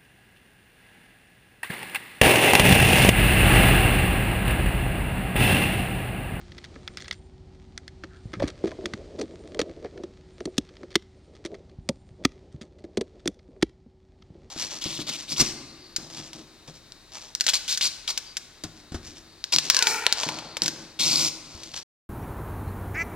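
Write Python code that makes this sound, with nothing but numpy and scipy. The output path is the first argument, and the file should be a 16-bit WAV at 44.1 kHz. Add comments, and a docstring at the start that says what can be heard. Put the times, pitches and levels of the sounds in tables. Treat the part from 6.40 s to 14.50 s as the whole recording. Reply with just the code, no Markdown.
"""A tackle box by a pond

Close by, fingers rub a plastic box and pick a lure from its tray with light clicks. The lid swings,
drops shut with a puff of air and is pressed down. The latches snap home, each with a crack of the
thin walls and a thump of the shell. Behind are soft air, a far engine and a thin insect trill."""
import sys
import numpy as np
from scipy import signal
from scipy.fft import rfft, irfft
from scipy.io import wavfile
from scipy.ndimage import map_coordinates

SR = 44100
rng = np.random.default_rng(int(sys.argv[2]) if len(sys.argv) > 2 else 0)


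def unload_wav(signal):
    """Save mono or channel-first audio to the path in sys.argv[1] as 16-bit WAV at rate SR, clipped to [-1, 1]."""
    wavfile.write(
        sys.argv[1],
        SR,
        np.round(np.clip(np.atleast_2d(signal).T, -1, 1) * 32767).astype(np.int16),
    )


N = 357210
TIME = np.arange(N) / SR
HIT_TIME = TIME[:SR // 9]   # the time axis of one short contact

# A crack has a level in the mid treble; its "hollow" band lies below that and its "top" band above.
# Hard blows of lid, latch or hand on the shell:
# t/s, crack level/dB, hollow band against crack/dB, crack fade time/s, thump level/dB, thump f/Hz
BLOWS = [(0.36, -64.5, 17, 0.018, -35, 262), (1.6364, -46.5, 8.5, 0.037, -31, 326),
         (1.9326, -43, 8, 0.086, -27, 308), (1.9979, -44.5, 6, 0.045, -23, 551),
         (2.0213, -40.5, 4, 0.2, -8.5, 557), (2.0761, -38.5, -2.5, 0.048, -40, 178),
         (2.2385, -46.5, 0.5, 0.27, -8.5, 363), (2.272, -45.5, 2, 0.064, -21.5, 380),
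         (2.316, -52, 7.5, 0.014, -31.5, 598), (2.457, -33.5, 0, 0.018, -21, 346),
         (2.536, -39.5, 5, 0.011, -26, 194), (2.7888, -44, -1.5, 0.13, -28.5, 366),
         (2.8129, -38.5, -6, 0.038, -19, 435), (3.1465, -47, -1, 0.013, -30.5, 388),
         (3.1921, -31.5, -1, 0.037, -10, 475), (3.2147, -33, -2.5, 0.018, -18, 319),
         (3.295, -59, 4, 0.018, -29.5, 354), (3.4456, -52.5, 7, 0.078, -23.5, 427),
         (3.5755, -56, 5.5, 0.04, -37, 366), (3.6353, -49.5, 0, 0.029, -23, 336),
         (4.005, -49.5, 3.5, 0.012, -23.5, 368), (4.0547, -39.5, -6.5, 0.015, -19.5, 313),
         (4.4324, -57, 9.5, 0.015, -29, 341.5), (5.05, -39.5, -3, 0.054, -22.5, 342),
         (5.143, -53.5, 3.5, 0.039, -36, 394), (5.4895, -29.5, -6, 0.0146, -16.5, 548),
         (6.212, -47.5, -3, .11, -31.5, 219), (6.44, -58, 0.5, 0.032, -27.5, 340.5),
         (6.572, -35.5, -4.5, 0.018, -10, 382), (6.61, -39, -4.5, 0.019, -15.5, 383),
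         (6.857, -45, -4.5, .025, -15.5, 358), (7.1629, -77.5, 8.5, 0.027, -41, 379.5)]
# Latches going over their catch: t/s, strike level/dB, hollow band against strike/dB, top band
# against strike/dB, travel time/s, release against strike/dB, thump level/dB, thump f/Hz, ping f/Hz
LATCH_SNAPS = [(4.18, -29.5, -12.5, -3, .0017, -2, -9.5, 282.6, 3800),
               (4.555, -23.5, -6, -9, .0019, 1, -9, 337, 1995),
               (5.849, -24, 2, -5.5, 0.0023, -11, -5.5, 264, 734),
               (6.8756, -40, -4, 0, 0.0017, 8, -17, 290, 3600),
               (7.225, -28.5, -1.5, -7.5, 0.0022, -4.5, -2.5, 319, 814)]


def from_db(db):
    """Turn decibels into a factor to multiply by."""
    return 10 ** (np.asarray(db) / 20)


def rms_one(x):
    """Scale a sound so that its average strength (rms) is 1."""
    return x / np.sqrt(np.mean(x ** 2) + 1e-20)


def fade(t60, db=0):
    """The dying away of one contact: it starts at db and loses 60 dB every t60 seconds."""
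    return from_db(db - 60 * HIT_TIME / t60)


def in_time(rows):
    """Join a table's points with straight lines: one curve for each column after the time."""
    times, *columns = np.transpose(rows)
    return [np.interp(TIME, times, column) for column in columns]


def band(x, low_hz, high_hz, order=2):
    """Keep the part of a sound between two frequencies."""
    edges_hz = [low_hz, min(high_hz, SR / 2 - 1)]
    return signal.sosfilt(signal.butter(order, edges_hz, "band", fs=SR, output="sos"), x + 1e-18)


def coloured(x, spectrum):
    """Shape the lows and highs of a steady sound by rows of f/Hz, level/dB; the result has rms 1."""
    hz, db = np.transpose(spectrum)
    log_hz = np.log(np.fft.rfftfreq(N, 1 / SR) + 1)
    gain = from_db(np.interp(log_hz, np.log(hz), db, left=-120, right=-120))
    return rms_one(irfft(rfft(x) * gain, N))


def drift(rate, size=N):
    """Wander smoothly, mostly between -1 and 1, through `rate` random values a second."""
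    steps = np.arange(size) * rate / SR
    return map_coordinates(rng.standard_normal(int(steps[-1]) + 2), [steps], order=2, mode="nearest")


def add(out, s, sound):
    """Mix a sound into out, starting at s seconds."""
    at = max(round(s * SR), 0)
    out[at:at + len(sound)] += sound[:N - at]


def outdoors(cycle_hz=14.35, waver_rad=0.33):
    """Moving air rumbles softly while a far engine throbs and whines."""
    # Loudness of the air and the engine's hum: t/s, level/dB
    background = [(0, -51), (1.1, -52), (2.6, -51.5), (4.8, -57.5), (5.5, -54.5), (7.6, -61), (8.1, -54.5)]
    # Tone colour of the air: f/Hz, level/dB
    air_spectrum = [(22, -8.5), (45, -1), (80, -7), (120, -2), (200, -4), (300, -11.5), (400, -20),
                    (490, -27), (800, -18), (1050, -31), (1800, -59.5)]
    # Tones of the hum: multiple of the engine's cycle rate, level against the air/dB
    hum_tones = [(3, -10), (4, -6.5), (5, -5.5), (6, -3.5), (7, -22.5)]
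    # The engine's whine: t/s, f/Hz, level/dB
    whine_course = [(0, 350, -60), (0.8, 376, -58.5), (4.4, 372, -57.5), (4.8, 378, -64), (8.1, 376, -64)]
    level_db, = in_time(background)
    air = coloured(rng.standard_normal(N), air_spectrum)
    hum = np.zeros(N)
    for multiple, db in hum_tones:
        phase = 2 * np.pi * (multiple * cycle_hz * TIME + rng.random())
        hum += from_db(db) * rms_one(np.sin(phase + waver_rad * drift(3.9)))
    whine_hz, whine_db = in_time(whine_course)
    whine = rms_one(np.sin(2 * np.pi * np.cumsum(whine_hz) / SR + waver_rad * drift(39)))
    flutter_db = drift(6)
    return from_db(level_db) * (air + hum) + whine * from_db(whine_db + flutter_db)


def grip(width_s=0.036, blow_lead_s=0.004, latch_lead_s=0.02):
    """How tightly the hands hold, from 0 to 1: a brief squeeze peaks just before each blow and snap."""
    squeezes = [s - blow_lead_s for s, *_ in BLOWS] + [s - latch_lead_s for s, *_ in LATCH_SNAPS]
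    out = np.zeros(N)
    for s in squeezes:
        out = np.maximum(out, 1 / (1 + ((TIME - s) / width_s) ** 4))
    return out


def walls(x, direct_db=-9):
    """The thin walls ring at their own pitches, alongside the bare sound of the contact."""
    # Resonances, the pitches at which the walls ring: f/Hz, width/Hz, level/dB
    resonances = [(760, 770, -6), (1275, 180, 5), (1725, 220, -2), (2150, 900, 4), (3150, 110, -6),
                  (3370, 250, 3), (3680, 92, 1), (4260, 930, 4), (4880, 350, -5.5), (5460, 270, -1),
                  (5880, 620, 4.5), (6610, 540, 2.5), (8200, 420, -6)]
    out = from_db(direct_db) * x
    for hz, width_hz, db in resonances:
        r = np.exp(-np.pi * width_hz / SR)   # share of the ring left after one sample
        feed = (1 - r * r) / 2
        feedback = [1, -2 * r * np.cos(2 * np.pi * hz / SR), r * r]
        out = out + from_db(db) * signal.lfilter([feed, 0, -feed], feedback, x)
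    return out


def rubbing(shell_db=1.5, grain_db=-12, slips_per_s=520, ticks_per_s=24, spread_db=3, rest_db=-62):
    """Skin sticks and slips on plastic: tiny ticks over a hiss. Firm rubbing makes the shell rumble."""
    # Fingers sliding on the box: t/s, base rumble level/dB, base scratch level/dB
    finger_course = [(0.0, -56.5, -59), (0.54, -53, -60), (0.83, -58.5, -68), (1.69, -60, -64.5),
                     (2.48, -44.5, -57), (2.77, -46, -61.5), (3.47, -46.5, -63), (3.79, -56, -65.5),
                     (4.37, -53, -64), (4.6, -62, -68.5), (5.16, -48.5, -68), (5.46, -63, -73),
                     (6.02, -53, -69), (6.29, -56, -75), (6.79, -53.5, -69.5), (6.95, -56, -75.5),
                     (7.58, -62.5, -77.5), (8.1, -56, -69.5)]
    # Tone colour of the rumbling shell: f/Hz, level/dB
    shell_spectrum = [(150, -20), (260, -3), (350, 2), (460, -1.5), (620, -4.5), (800, -21.5),
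                      (1200, -27.5)]
    # Tone colour of the hissing skin: f/Hz, level/dB
    hiss_spectrum = [(530, -37.5), (900, -7), (1270, -1.5), (1550, -5), (1960, -3), (2690, -6.5),
                     (3170, -5.5), (4510, -5), (8830, -18.5), (15000, -57.5)]
    rumble_db, scratch_db = in_time(finger_course)
    tightness = grip()
    rumble_db += 5.5 * tightness - 3   # a loose hold is quieter, a tight one louder
    scratch_db += tightness - 1
    firmness = 1 / (1 + from_db(2 * (rest_db - rumble_db)))
    sizes = from_db(spread_db * np.minimum(rng.exponential(1, N), 4)) * rng.choice([-1, 1], N)
    slips = rms_one(sizes * (rng.random(N) < slips_per_s / SR))
    shell = coloured(slips + 0.93 * rng.standard_normal(N), shell_spectrum)
    uneven_pushes = from_db(4 * drift(35) - 1.2)
    rumble = firmness * from_db(rumble_db + shell_db) * shell * uneven_pushes
    hiss = coloured(rng.standard_normal(N), hiss_spectrum)
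    grains = from_db(grain_db + 1.9 * drift(36)) * rms_one(band(walls(slips), 1100, 8500, order=4))
    big_slips = sizes * (rng.random(N) < ticks_per_s / SR)
    ticks = 0.7 * rms_one(band(walls(big_slips, direct_db=-16), 900, 4200))
    return rumble + from_db(scratch_db) * (hiss + np.sqrt(firmness) * (grains + ticks))


def ribs(t60):
    """Stiff ribs and dividers ring on after a contact, in a slightly different mix each time."""
    # Tones of the ribs and dividers: f/Hz, level/dB
    rib_tones = [(2010, 0.5), (3440, 2), (3800, -11), (5150, -2)]
    ring = sum(from_db(db + rng.normal(0, 2)) * np.sin(2 * np.pi * hz * HIT_TIME)
               for hz, db in rib_tones)
    return rms_one(ring * fade(t60))


def crack(db, hollow_db, top_db, t60, hollow_hz, ring_db, ring_t60,
          tail_db=-36, body_db=-15, hardness=0.6):
    """One contact: a sharp spike, then waves that scatter through the walls. 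A long contact judders."""
    decay = fade(max(t60, 0.006)) + fade(0.07, tail_db)
    judder = from_db(6.5 * np.minimum(HIT_TIME / 0.0052, 1) * drift(380, size=len(HIT_TIME)))
    force = rng.standard_normal(len(HIT_TIME)) * decay * judder
    force[0] += 0.29   # the spike
    sound = walls(force)
    body = band(force, 350, 1100)
    hollow = band(sound, hollow_hz, 2200, order=3)
    middle = band(sound, 2700, 4900, order=3)
    # harder blows reach higher into the treble
    fizz = from_db(hardness * db + 6.5) * band(sound, 9000, 14000, order=3)
    top = band(sound, 5500, 9300, order=4) + fizz
    parts = [(body, hollow_db + body_db), (hollow, hollow_db), (middle, 0), (top, top_db),
             (ribs(ring_t60), ring_db)]
    scale = np.sqrt(0.01 * SR / len(HIT_TIME))   # levels count as if all the energy came in 10 ms
    return scale * sum(from_db(db + part_db) * rms_one(part) for part, part_db in parts)


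def clicks(closing_s=1.6, hollow_db=-2):
    """Lures, dividers and nails tick. Closing the lid makes them hollower and damps the ribs."""
    # Light contacts: t/s, level/dB, top band against that level/dB, fade time/s
    contacts = [(0.1195, -52, -26, 0.021), (0.181, -45.5, -17, 0.024), (0.242, -45, -11.5, .031),
                (0.477, -37, -17, 0.01), (0.572, -40, -5.5, 0.015), (0.58, -47.5, -15, 0.051),
                (0.6042, -44, -4, 0.17), (0.6452, -46, -26, 0.42), (0.681, -44, -4, 0.019),
                (0.711, -33, -20, 0.011), (0.7253, -44, -6, 0.077), (1.3771, -41.5, -0.5, 0.011),
                (1.479, -45, -10, 0.018), (2.034, -50, -22, 0.014), (2.1016, -48.5, -6, .015),
                (3.075, -55, -6, 0.01), (3.202, -35, -12, 0.0068), (4.289, -55.5, -18, .04),
                (4.3681, -54.5, -32, .012), (4.5052, -50, -11.5, 0.14), (4.951, -59.5, -8, 0.036),
                (5.295, -64, -15, 0.019), (6.119, -65.5, -2.5, .16), (6.385, -63.5, -7.5, 0.062),
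                (6.795, -63.5, -8.5, .07), (6.991, -63.5, -17, .019), (7.8218, -57.5, -24.5, 0.024)]
    out = np.zeros(N)
    for s, db, top_db, t60 in contacts:
        hollow_hz, ring_db = (1400, -1) if s < closing_s else (950, -8)
        add(out, s, crack(db, hollow_db, top_db, t60, hollow_hz, ring_db, ring_t60=0.018, hardness=0.92))
    return out


def insect(wing_hz=(8700, 7250), lower_db=-3, width_hz=260, pulses_per_s=12, boost_db=1.5):
    """An insect in the weeds makes a thin, throbbing trill as its wings ring at two pitches."""
    # Trills: start t/s, end t/s, base level/dB
    trills = [(0.28, 1.012, -73), (1.6, 2.2, -78.5), (2.7, 3.3, -77), (3.78, 4.276, -78),
              (4.635, 5.055, -85), (5.28, 5.897, -82), (6.896, 7.35, -93)]
    upper, lower = [rms_one(band(rng.standard_normal(N), hz - width_hz / 2, hz + width_hz / 2))
                    for hz in wing_hz]
    swell = np.zeros(N)
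    for start, end, db in trills:
        add(swell, start, from_db(db + boost_db) * np.hanning(int((end - start) * SR)))
    throb = 1 + 0.42 * np.sin(2 * np.pi * pulses_per_s * TIME)
    return (upper + from_db(lower_db) * lower) * swell * throb


def thump(s, db, hz, gentle_db=-24, rise_s=0.00064, settle_s=0.0086, sway_hz=58, landing_s=(2.0, 2.05)):
    """The shell rings for a few cycles. Harder hits come with a firmer hold: a shorter, purer ring."""
    force_db = max(db - gentle_db, 0)
    t60 = 0.07 * 2 ** (-force_db / 17.5)
    if landing_s[0] < s < landing_s[1]:
        t60 *= 0.61   # the soft seal of the landing lid cuts the ring short
    upper_db = -10.5 - 0.96 * force_db
    unrest = 1 - np.exp(-(HIT_TIME / settle_s) ** 2)   # shifting contents roughen the tail
    tones = np.zeros(len(HIT_TIME))
    for ratio, tone_db in [(1, 0), (1.65, upper_db), (0.66, -10)]:
        wobble = unrest * drift(220, size=len(HIT_TIME))
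        tones += from_db(tone_db) * np.sin(2 * np.pi * hz * ratio * HIT_TIME + wobble)
    onset = 1 - np.exp(-HIT_TIME / rise_s)
    # the ring keeps little deep bass below its tone, apart from a faint sway in the hands
    ring = band(onset * fade(t60, db) * tones, hz * 0.5, hz * 20)
    sway = onset * fade(0.16, db - 31) * np.sin(2 * np.pi * sway_hz * HIT_TIME)
    return ring + sway


def blows(flex_lag_s=0.0022):
    """A hard blow cracks, and the shell bends with a thump just after."""
    out = np.zeros(N)
    for s, db, hollow_db, t60, thump_db, thump_hz in BLOWS:
        top_db = -7.5 - 0.67 * hollow_db   # the hollower the crack, the duller its top
        add(out, s, crack(db, hollow_db, top_db, t60, hollow_hz=950, ring_db=-8, ring_t60=0.016,
                          body_db=-14, hardness=0.66))
        add(out, s + flex_lag_s, thump(s, thump_db, thump_hz))
    return out


def hinge(peak_s=1.743, width_s=0.042, level_db=-57):
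    """The hinge rubs softly as the lid swings over."""
    rub = rms_one(band(rng.standard_normal(N), 1350, 1700))
    return from_db(level_db) * rub * np.exp(-((TIME - peak_s) / width_s) ** 2)


def knocks():
    """Palm, seal and soft lures are too padded to crack; they only make the shell thump. One row, at 5.494 s,
    is a deeper second thump of the blow just before it."""
    # Padded contacts, and the second thump of the blow at 5.49 s: t/s, level/dB, main tone f/Hz
    contacts = [(1.855, -25.5, 108), (1.97, -27, 99), (2.007, -22, 537), (2.039, -8, 282),
                (2.256, -15, 357), (2.3886, -25, 380), (2.44, -22.5, 347), (2.8317, -23.5, 314),
                (2.9375, -32, 373), (3.6003, -28, 350), (4.0754, -22, 370), (5.386, -29.5, 86),
                (5.494, -14.5, 228.3), (5.7133, -39, 97), (6.1444, -28, 138), (6.583, -17, 233),
                (7.0883, -38.5, 264), (7.4633, -41.5, 230), (7.9034, -37, 177), (7.9524, -38, 336)]
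    out = np.zeros(N)
    for s, db, hz in contacts:
        add(out, s, thump(s, db, hz))
    return out


def lid_puff(peak_s=2.035, width_s=0.049, level_db=-32):
    """The falling lid pushes a low puff of air out of the box."""
    air = rms_one(band(rng.standard_normal(N), 30, 225))
    return from_db(level_db) * air * np.exp(-((TIME - peak_s) / width_s) ** 2)


def latches(boost_db=1, snap_t60=0.011, creak_lead_s=0.011, creak_db=-30, flex_lag_s=0.0016):
    """A latch creaks over its ridge, slips off and strikes the box: the latch pings, the shell thumps."""
    out = np.zeros(N)
    for s, db, hollow_db, top_db, travel_s, release_db, thump_db, thump_hz, ping_hz in LATCH_SNAPS:
        # three cracks: delay/s, level against the strike/dB, fade time/s
        creak = (-creak_lead_s, creak_db, 0.051)
        release = (0, release_db, snap_t60)
        strike = (travel_s, 0, snap_t60)
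        for delay_s, step_db, t60 in (creak, release, strike):
            sound = crack(db + step_db, hollow_db, top_db, t60, hollow_hz=700, ring_db=-4,
                          ring_t60=0.014, tail_db=-42, body_db=-9)
            add(out, s + delay_s, from_db(boost_db) * sound)
        ping = fade(0.019, db + 6) * np.sin(2 * np.pi * ping_hz * HIT_TIME)
        add(out, s + travel_s, ping)
        add(out, s + travel_s + flex_lag_s, thump(s, thump_db, thump_hz))
    return out


def surroundings(x, scatter_db=-35, t60=0.36):
    """The bank and trees send back two faint echoes, and the leaves scatter a thin wash of sound."""
    # Echoes: delay t/s, level/dB
    echoes = [(0.0403, -46), (0.068, -39.5)]
    t = TIME[:SR // 2]
    response = rng.standard_normal(len(t)) * from_db(-60 * t / t60) * np.minimum(t / 0.01, 1)
    response *= from_db(scatter_db) / np.linalg.norm(response)
    for delay_s, db in echoes:
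        add(response, delay_s, [from_db(db)])
    return band(signal.fftconvolve(x, response)[:N], 150, 9000, order=1)


def scene():
    """The box is close, with hardly any echo; left and right carry the same sound."""
    hits = clicks() + blows() + latches() + knocks()
    sound = hits + surroundings(hits) + hinge() + lid_puff() + rubbing() + outdoors() + insect()
    return np.array([sound, sound])


def record(dry):
    """Round off the loudest peaks and cut the highest treble."""
    ceiling, cutoff_hz = 0.6, 16000
    rounded = dry / (1 + (dry / ceiling) ** 4) ** 0.25
    return signal.sosfilt(signal.ellip(10, 0.1, 80, cutoff_hz, fs=SR, output="sos"), rounded)


dry = scene()
out = record(dry)
unload_wav(out)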